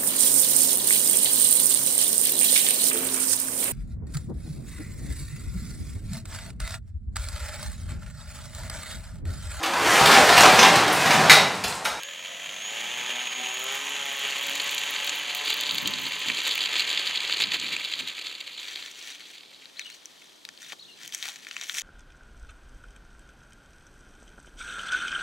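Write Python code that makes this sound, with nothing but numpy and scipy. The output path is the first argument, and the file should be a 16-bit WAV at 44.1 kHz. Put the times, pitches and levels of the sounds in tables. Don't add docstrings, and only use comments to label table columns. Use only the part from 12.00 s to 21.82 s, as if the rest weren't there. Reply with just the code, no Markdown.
import sys
import numpy as np
from scipy import signal
from scipy.fft import rfft, irfft, next_fast_len
from scipy.io import wavfile
from scipy.ndimage import uniform_filter1d, map_coordinates

SR = 44100
rng = np.random.default_rng(int(sys.argv[2]) if len(sys.argv) > 2 else 0)


def volts_from_decibels(level):
    exponent = np.asarray(level, float) / 20
    return 10 ** exponent


def transcribe(signal):
    frames = np.atleast_2d(signal).T
    limited = np.clip(frames, -1, 1)
    pcm = np.round(limited * 32767).astype(np.int16)
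    wavfile.write(sys.argv[1], SR, pcm)


N = 433052


def unit(x):
    return x / np.sqrt(np.mean(x ** 2) + 1e-20)


def along(points, hz):
    f, v = np.transpose(points)
    return np.interp(np.log(hz + 1), np.log(f + 1), v)


def curves(rows, outside=None):
    s, *cols = np.transpose(rows)
    t = np.arange(N) / SR
    return [np.interp(t, s, c, outside, outside) for c in cols]


def wobble(rate, order=3):
    knots = rng.standard_normal(int(N * rate / SR) + 4)
    return map_coordinates(knots, [np.arange(N) * rate / SR], order=order)


def filtered(x, response):
    m = next_fast_len(N + 8192)
    return irfft(rfft(x, m) * response(np.fft.rfftfreq(m, 1 / SR)), m)[..., :N]


def causal(spectrum):
    level_db = along(spectrum, np.fft.rfftfreq(2048, 1 / SR))
    cepstrum = irfft(np.log(volts_from_decibels(level_db) + 1e-4))
    cepstrum[1:1024] *= 2
    cepstrum[1025:] = 0
    h = irfft(np.exp(rfft(cepstrum)))[:1024]
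    return h / np.linalg.norm(h)


def noise(spectrum, channels=1):
    white = rng.standard_normal((channels, N))
    return unit(filtered(white, lambda hz: volts_from_decibels(along(spectrum, hz))))


BANDS_HZ = (2900, 5200, 8800)


def four_bands(hz):
    edges = (0, *BANDS_HZ, SR)
    shares = np.array([(hz >= a) & (hz < b) for a, b in zip(edges, edges[1:])], float)
    return uniform_filter1d(shares, size=4000, axis=1)


def bursts(times, band_db, spectrum, t60, rise=0.00064):
    kicks = [np.bincount((times * SR).astype(int) % N, volts_from_decibels(db), N) for db in band_db.T]
    shape = signal.lfilter([1], [1, -volts_from_decibels(-60 / (t60 * SR))], kicks, axis=1)
    onset = np.exp(-1 / (rise * SR))
    shape = signal.lfilter([1 - onset], [1, -onset], shape, axis=1)
    impacts = filtered(shape * rng.standard_normal(N), four_bands).sum(0)
    return signal.fftconvolve(impacts, causal(spectrum))[:N]


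def grit(rows, spectrum, count, spread_db, colour_db, clump_db, clump_rate, t60, bed_db):
    draw = rng.random((count, 2))
    sizes_db = -spread_db * np.log(0.03 + draw[:, 1:]) + colour_db * rng.standard_normal((count, 4))
    grains = unit(bursts(draw[:, 0] * N / SR, sizes_db, spectrum, t60))
    grains = grains + volts_from_decibels(bed_db) * noise(spectrum)[0]
    grains = unit(grains * volts_from_decibels(clump_db * wobble(clump_rate)))
    level_db, treble_db = curves(rows, outside=-120)
    treble = filtered(grains, lambda hz: hz > BANDS_HZ[1])
    return volts_from_decibels(level_db) * (grains + (volts_from_decibels(treble_db) - 1) * treble)


# (frequency [Hz], level [dB per Hz])
FIELD = [(18, -55), (30, -20), (103, -26), (279, -7.5), (1250, -13.5), (2340, -20.5), (3380, -6),
         (13900, -30.5), (15900, -41)]
FIELD_DB = -54
# (frequency [Hz], level [dB per Hz])
BUFFET = [(25, -45), (60, -15), (110, -3.5), (160, 3), (280, 1.5), (500, -10), (900, -35)]
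# (time [s], level [dB])
GUSTS = [(0, -77), (.5, -65), (.7, -69), (.97, -58), (1.2, -81), (3.6, -75), (3.72, -49.5), (4.02, -49),
         (4.2, -65), (4.29, -53), (4.45, -66), (5.35, -71), (5.45, -50), (5.54, -56), (5.62, -53),
         (5.76, -58), (5.9, -74), (6.03, -54), (6.12, -75), (8.5, -77), (8.65, -71.5), (9.82, -73)]


def wind():
    gust_db, = curves(GUSTS)
    lumps = noise(BUFFET, channels=2) * volts_from_decibels(3.1 * np.array([wobble(20), wobble(16)]))
    hiss = noise(FIELD, channels=3)
    apart = filtered(hiss[:2], lambda hz: 1 / (1 + (hz / 4000) ** 2))
    shared = filtered(hiss[2], lambda hz: 1 / (1 + (3000 / (hz + 1)) ** 2))
    return volts_from_decibels(gust_db + 5.5) * unit(lumps) + volts_from_decibels(FIELD_DB) * (apart + shared)


# (time [s], pitch [Hz], level [dB])
NOTES = [
    [(7.765, 3000, -65), (7.772, 4000, -42), (7.79, 4450, -48), (7.805, 4200, -45), (7.815, 3700, -40),
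     (7.825, 3300, -45), (7.84, 4300, -45), (7.845, 4300, -75)],
    [(7.843, 3240, -67), (7.855, 2840, -42), (7.875, 3000, -38), (7.89, 2560, -53), (7.9, 2500, -68)],
    [(7.9, 3900, -70), (7.91, 4150, -47), (7.935, 4520, -51), (7.95, 4250, -70)],
    [(8.06, 6400, -72), (8.09, 6250, -67), (8.125, 5500, -72)],
    [(8.2, 2800, -72), (8.225, 3050, -56), (8.25, 3900, -61), (8.29, 3870, -70)],
    [(8.615, 3330, -65), (8.64, 3800, -42), (8.655, 3350, -45), (8.668, 3100, -70)],
    [(8.785, 3000, -70), (8.795, 3900, -42), (8.805, 4450, -47), (8.82, 4200, -47), (8.83, 3770, -43),
     (8.842, 3290, -60), (8.852, 3480, -47), (8.862, 4330, -54), (8.875, 4400, -72)],
    [(8.875, 3300, -68), (8.885, 2880, -49), (8.915, 2770, -56), (8.96, 2800, -70)],
    [(8.9, 4370, -70), (8.92, 4200, -55), (8.94, 4000, -49), (8.95, 4100, -72)],
    [(9.27, 830, -70), (9.285, 816, -45), (9.31, 810, -72)],
]


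def bird():
    song = np.zeros(N)
    for note in NOTES:
        hz, _ = curves(note)
        _, db = curves(note, outside=-140)
        phase = 2 * np.pi * np.cumsum(hz) / SR + .9 * wobble(300)
        song += volts_from_decibels(db + 3 * wobble(200)) * np.sin(phase)
    t = np.arange(SR // 4) / SR
    hedge = rng.standard_normal((2, len(t))) * volts_from_decibels(-60 * t / 0.35)
    echo = signal.fftconvolve(song[None], hedge / np.linalg.norm(hedge[0]), axes=1)[:, :N]
    return song * volts_from_decibels([[1.5], [-1.5]]) + volts_from_decibels(-2.5) * echo


# (frequency [Hz], level [dB per Hz])
GRAVEL = [(300, -33), (700, -19), (1250, -13.5), (1900, -3.5), (3200, -0.5), (4300, -4), (5100, -10.5),
          (5900, -3.5), (7000, -9.5), (8200, -12.5), (10500, -20.5), (15900, -23.5)]


def snaps(table):
    s, db, upper_db, top_db, lean_db = np.transpose(table)
    bands_db = np.transpose([lean_db, -lean_db, upper_db + 12.5, top_db + 23.5]) + db[:, None] - 1.5
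    cracks = bursts(s, bands_db, GRAVEL, t60=0.0041, rise=0.00021)
    return filtered(cracks, lambda hz: hz ** 2 / (hz ** 2 + 900 ** 2))


# (time [s], level [dB], treble minus crunch [dB])
CRUNCH = [(6.6, -53, 1), (6.75, -47, -1.5), (6.95, -55, 4), (7.08, -45.5, 3.5), (7.2, -53, -2),
          (7.33, -57.5, 5), (7.45, -74, -3), (7.74, -58.5, -2), (7.8, -51, -2.5), (7.95, -55.5, 4),
          (8.02, -62, -1), (8.25, -61, 1), (8.33, -63.5, -1), (8.54, -67, 1), (8.63, -51, 4),
          (8.68, -55, 3), (8.73, -38.5, -4), (8.745, -68, 6), (8.97, -59.5, -0.5), (9.04, -48, 2),
          (9.12, -55.5, 4.5), (9.15, -40.5, 6), (9.18, -50.5, 6), (9.25, -36.5, 0), (9.3, -44.5, 4),
          (9.37, -59.5, 3), (9.45, -54.5, 0), (9.62, -46.5, 1), (9.72, -47.5, 6.5), (9.79, -38, 8.5),
          (9.82, -39, 5)]
# (time [s], peak [dB], upper band [dB], top band [dB], lean [dB])
SNAPS = [(7.6563, -27.5, -24, -31, -3), (7.7947, -20, -10, -22, 2.5), (7.8667, -31, -17, -25, -5),
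         (7.9012, -22.5, -16, -30, 1), (8.0568, -35, 1, -13, -4), (8.2429, -33, -25, -26, -2),
         (8.4515, -22.5, -14, -24, -3.5), (8.4893, -20, -17, -31, -1), (8.576, -33, -22, -26, -5),
         (8.696, -31, -20, -30, 0), (8.7218, -21, -26, -29, 2), (9.0335, -32, -18, -28, -5),
         (9.06, -31, -15, -16, -4), (9.077, -30, -1, -8, -8), (9.1236, -29, -8, -15, -7),
         (9.1478, -24.5, 0, -11, 0), (9.208, -33, -15, -25, 0), (9.2265, -18, -12, -24, -2),
         (9.287, -20, -9.5, -19, -4), (9.3594, -25, -13, -29, 2), (9.4484, -27, -16, -35, 0),
         (9.4685, -18.5, -26, -36, 5), (9.5117, -15, -22, -49, 3.5), (9.566, -11.5, -16.5, -44, 7),
         (9.6125, -18, -8.5, -27, -1), (9.6963, -11, -19, -39, 2), (9.726, -29, -10, -18, 2),
         (9.7491, -19, -16, -24, 3), (9.7847, -17, -13, -25, -0.5)]
# (time [s], level [dB])
HEEL = [
    (8.722, -42),
    (8.73, -34),
]


def shoes():
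    grind = grit(CRUNCH, GRAVEL, count=9000, spread_db=4, colour_db=4, clump_db=1.8, clump_rate=60,
                 t60=.005, bed_db=-5)
    s, db = np.transpose(HEEL)
    dull = [(120, -40), (300, -2), (900, 4), (1800, -4), (3500, -28)]
    thud = bursts(s, db[:, None] + np.zeros(4), dull, t60=0.014)
    return volts_from_decibels(3.5) * grind + snaps(SNAPS) + thud


# (time [s], peak [dB])
TICKS = [(2.4687, -28), (2.4967, -28), (2.5545, -29), (2.7466, -27), (2.9087, -28), (3.0459, -29),
         (3.0679, -25), (3.3482, -25.5), (3.5014, -25), (3.5408, -28), (3.5677, -30), (3.6091, -27),
         (3.7194, -33), (3.7468, -31), (3.7812, -29), (3.9079, -36), (4.2841, -32), (4.4367, -35),
         (4.4737, -31), (4.553, -26), (4.5769, -31), (4.7815, -36)]


def spray():
    s, db = np.transpose(TICKS)
    draw = rng.random((70, 2))
    s = np.append(s, 1.5 + 2.7 * draw[:, 0])
    db = np.append(db, -40 + 9 * draw[:, 1])
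    bands_db = db[:, None] + [-40, -40, -14, 4.5]
    bright = [(300, -60), (9000, -9), (12000, -0.5), (15900, -0.5)]
    return bursts(s, bands_db, bright, t60=0.0069, rise=0.00015)


# (frequency [Hz], level [dB per Hz])
FOAM = [(180, -49), (300, -16), (603, -21), (992, -14), (1770, -13.5), (2240, -4.5), (3940, -1),
        (4570, -2.5), (5220, -22.5), (7050, -10.5), (8890, -25), (13700, -26.5), (15900, -36)]
# (time [s], level [dB], treble minus rattle [dB])
ROLL = [(2.1, -45, 8), (2.5, -34, 5), (3.2, -33.5, 0), (3.6, -27.5, -2), (4.05, -29.5, 0), (4.4, -27, 0),
        (4.8, -27.5, -2.5), (5.1, -29, -1.5), (5.45, -26, -3.5), (5.9, -30.5, -2.5), (6.3, -34.5, -1.5),
        (6.7, -37, -2), (7.1, -41.5, -6), (7.35, -46, -5), (7.7, -52.5, 0)]
# (time [s], peak [dB], upper band [dB])
STONES = [(2.3803, -20, -10), (2.5994, -11.5, -23), (2.692, -13, -17), (2.7794, -15, -8),
          (2.9625, -14, -22), (3.0748, -12, -17), (3.0934, -14, -8.5), (3.296, -17, -25),
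          (3.348, -15.5, -11), (3.5026, -13.5, -14), (3.6095, -14.5, -11), (3.634, -14, -20),
          (3.6655, -17, -18), (3.695, -17, -20), (3.7088, -13, -18), (3.7813, -10, -16), (3.857, -11, -24),
          (3.8742, -12, -9.5), (3.936, -14, -19), (4.1194, -16, -18), (4.1323, -14.5, -23),
          (4.2223, -18, -20), (4.2843, -11.5, -17.5), (4.2989, -8, -25), (4.3718, -20, -21),
          (4.503, -20, -21), (4.554, -13, -18), (4.5773, -14.5, -17), (4.6362, -18, -21),
          (4.6563, -11.5, -18), (4.7642, -12, -25), (4.7943, -9.5, -19), (4.9485, -21, -20),
          (4.9612, -16, -26), (4.974, -7, -28), (4.9929, -14, -18), (5.0724, -12, -18), (5.156, -12, -22),
          (5.173, -14, -24), (5.2036, -14.5, -16), (5.3241, -9, -27), (5.437, -7.5, -27), (5.47, -20, -20),
          (5.5057, -22, -21), (5.5182, -9, -21), (5.598, -19, -9), (5.764, -14, -16), (5.855, -21, -24),
          (5.9234, -18, -25), (5.9362, -11, -26), (6.2134, -20, -23), (6.267, -16, -17), (6.5903, -27, -24),
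          (6.824, -24, -20)]


def wheels():
    rattle = grit(ROLL, FOAM, count=7000, spread_db=4, colour_db=4.5, clump_db=2.6, clump_rate=30,
                  t60=.011, bed_db=-7)
    s, db, upper_db = np.transpose(STONES)
    lean_db = 3 * rng.standard_normal(len(s))
    bands_db = np.transpose([lean_db, -lean_db, upper_db + 16, upper_db + 9]) + db[:, None] - 4.5
    knocks = bursts(s, bands_db, FOAM, t60=0.02, rise=0.00063)
    return volts_from_decibels(-3) * rattle + filtered(knocks, lambda hz: hz ** 2 / (hz ** 2 + 1100 ** 2))


# (frequency [Hz], level [dB per Hz])
AIR = [(71, -50), (120, -28.5), (256, -22.5), (301, -36), (377, -18.5), (482, -18.5), (837, -13.5),
       (946, -9), (1450, -10), (3100, 0.5), (5060, -20), (6740, -7.5), (8610, -23.5), (10300, -20),
       (15900, -33)]
# (time [s], level [dB], treble level [dB])
WASH = [(0, -40.5, -48.5), (.5, -38.5, -46), (.8, -34, -41.5), (1.3, -32.5, -42), (1.6, -33, -39.5),
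        (1.9, -32.5, -39), (2.4, -31.5, -42), (3, -33, -42), (4, -36, -48), (5, -33, -47), (6, -43.5, -56),
        (6.6, -55, -84)]


def wash(turn):
    level_db, treble_db = curves(WASH, outside=-120)
    puffs = 1 + 0.21 * np.cos(2 * turn)
    air = noise(AIR)[0] * puffs * volts_from_decibels(0.58 * wobble(30) + 1.87 * wobble(250))
    low = filtered(air, lambda hz: hz <= BANDS_HZ[1])
    ring = lambda hz: (hz > BANDS_HZ[1]) * (1 + .9 / (1 + ((hz - 6680) / 130) ** 2))
    treble = filtered(air, ring)
    return volts_from_decibels(level_db + 0.5) * unit(low) + volts_from_decibels(treble_db - 0.64) * unit(treble)


# (time [s], peak [dB], upper band [dB], top band [dB], lean [dB])
CATCH = [
    (0.0338, -18, -16, -16, 0),
]


def catch():
    return snaps(CATCH)


def tone(phase, db, flutter_db):
    level = volts_from_decibels(db + flutter_db * wobble(12, order=1))
    return level * np.sin(phase + .3 * wobble(25, order=1))


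# (time [s], speed [Hz])
SHAFT = [(0, 38.19), (0.05, 39.26), (0.1, 40.99), (0.15, 42.88), (0.2, 44.35), (0.27, 46.02), (0.35, 47.39),
         (0.45, 48.39), (0.57, 49.62), (0.62, 51.15), (0.68, 53.84), (0.74, 56.11), (0.8, 57.86),
         (0.88, 59.48), (0.97, 60.66), (1.07, 61.69), (1.2, 62.56), (1.35, 62.93), (1.5, 63.41),
         (1.58, 63.6), (1.64, 65.23), (1.7, 67.06), (1.77, 68.44), (1.85, 69.44), (1.95, 70.05),
         (2.1, 69.44), (2.3, 69.12), (2.45, 69.23), (2.6, 70.71), (2.8, 71.5), (3, 71.54), (3.3, 72.51),
         (3.6, 73.27), (3.9, 72.99), (4.2, 72.98), (4.5, 72.95), (4.8, 72.52), (5.1, 70.69), (5.5, 69.66),
         (6, 69.17), (6.4, 67.09)]
# (time [s], blade loading [dB], magnet hum [dB])
POWER = [(0, -91, -59), (.3, -88, -52.5), (.6, -68, -55), (.8, -58, -53.5), (1.2, -60, -50),
         (1.5, -57, -52), (1.65, -51.5, -60), (1.9, -53.5, -49.5), (2.2, -54, -64), (2.5, -57.5, -53.5),
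         (3, -58.5, -52.5), (3.5, -58, -54), (4.2, -65.5, -54), (5.3, -70, -67)]
# (time [s], level [dB])
COIL = [
    (0, -48),
    (.5, -46),
    (.65, -43),
    (1.6, -43),
    (4.4, -43),
    (4.9, -50),
    (5.4, -66),
    (6, -95),
]
# (shaft order, level [dB])
BLADES = [(4, -8), (6, -4), (8, -3), (10, -2), (12, 1), (16, 1), (18, -4), (20, -5), (22, -5)]
MAGNETS = [(11, -9), (12, -8), (13, -4), (14, 0), (15, -3), (28, -5), (42, 6)]
STEPS = [(84, 2), (105, 1), (126, 3), (147, -3), (168, 2)]
SWITCHING_HZ = 16058
# (shaft order, level [dB])
SIDEBANDS = [(6, -73), (14, -71), (42, -70), (56, -75)]
# (frequency [Hz], width [Hz], gain [dB])
FUSELAGE = [(860, 70, 6), (1065, 60, 8)]
# (frequency [Hz], gain [dB])
CAN = [(5000, -36), (5500, -19), (6100, -13), (6650, 0), (7100, -10), (7400, -22), (8000, -60)]


def motor():
    speed, = curves(SHAFT)
    speed = uniform_filter1d(speed, size=2000)
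    turn = 2 * np.pi * np.cumsum(speed) / SR
    blade_db, magnet_db = curves(POWER, outside=-120)
    coil_db, = curves(COIL)

    def body_db(k):
        return sum(db / (1 + ((k * speed - hz) / width) ** 2) for hz, width, db in FUSELAGE)

    blades = sum(tone(k * turn, blade_db + db + 3.5, flutter_db=4.5) for k, db in BLADES)
    magnets = sum(tone(k * (turn + k), magnet_db + db - 3 + body_db(k), flutter_db=4.5) for k, db in MAGNETS)
    steps = sum(tone(k * turn, coil_db + db + 3 + along(CAN, k * speed), flutter_db=1.5) for k, db in STEPS)
    carrier = 2 * np.pi * SWITCHING_HZ * np.arange(N) / SR
    ripple_db = -4 * np.maximum(np.maximum.accumulate(speed) - 63.5, 0)
    beats = sum(tone(carrier - k * turn, ripple_db + db + 3, flutter_db=2) for k, db in SIDEBANDS)
    fold_db = ripple_db - 49 + along(CAN, SWITCHING_HZ - 147 * speed)
    fold = tone(carrier - 147 * turn, fold_db, flutter_db=2)
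    return blades + magnets + steps + beats + fold, turn


# (frequency [Hz], level [dB])
SCATTER = [(150, -4), (600, -9), (1400, -9), (3000, -13), (6000, -19), (9000, -22), (15000, -23)]


def ports(x, balance, lead, scatter_db):
    side = np.array([[1], [-1]])
    t = np.arange(SR // 20) / SR
    tail = rng.standard_normal((2, len(t))) * volts_from_decibels(-60 * t / 0.041)
    wet = signal.fftconvolve(x[None], tail / np.linalg.norm(tail[0]), axes=1)[:, :N]
    both = x + filtered(wet, lambda hz: volts_from_decibels(along(SCATTER, hz) + scatter_db))
    return filtered(both, lambda hz: volts_from_decibels(side * along(balance, hz) / 2) * np.exp(.5j * side * along(lead, hz)))


# (frequency [Hz], left minus right [dB])
PLANE_DB = [(100, 4), (380, 8), (700, 6), (1300, 1), (2400, -2.5), (4400, .8), (8000, 0)]
SHOE_DB = [(300, 3), (900, 5), (2400, 4.5), (4400, 2.5), (8000, 0)]
# (frequency [Hz], left lead [rad])
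PLANE_LEAD = [(260, 0), (950, -.8), (3800, .3), (5200, 0)]
SHOE_LEAD = [(300, -.5), (5000, -.4), (7000, 0)]


def scene():
    near = ports(shoes(), SHOE_DB, SHOE_LEAD, scatter_db=5)
    tones, turn = motor()
    plane = spray() + wheels() + wash(turn) + catch() + tones
    return wind() + bird() + near + ports(plane, PLANE_DB, PLANE_LEAD, scatter_db=-.5)


def top_cut(x):
    return signal.sosfilt(signal.butter(12, 16540, fs=SR, output="sos"), x)


def record(dry):
    mix = filtered(dry, lambda hz: hz < 15900)
    return top_cut(mix)


dry = scene()
out = record(dry)
transcribe(out)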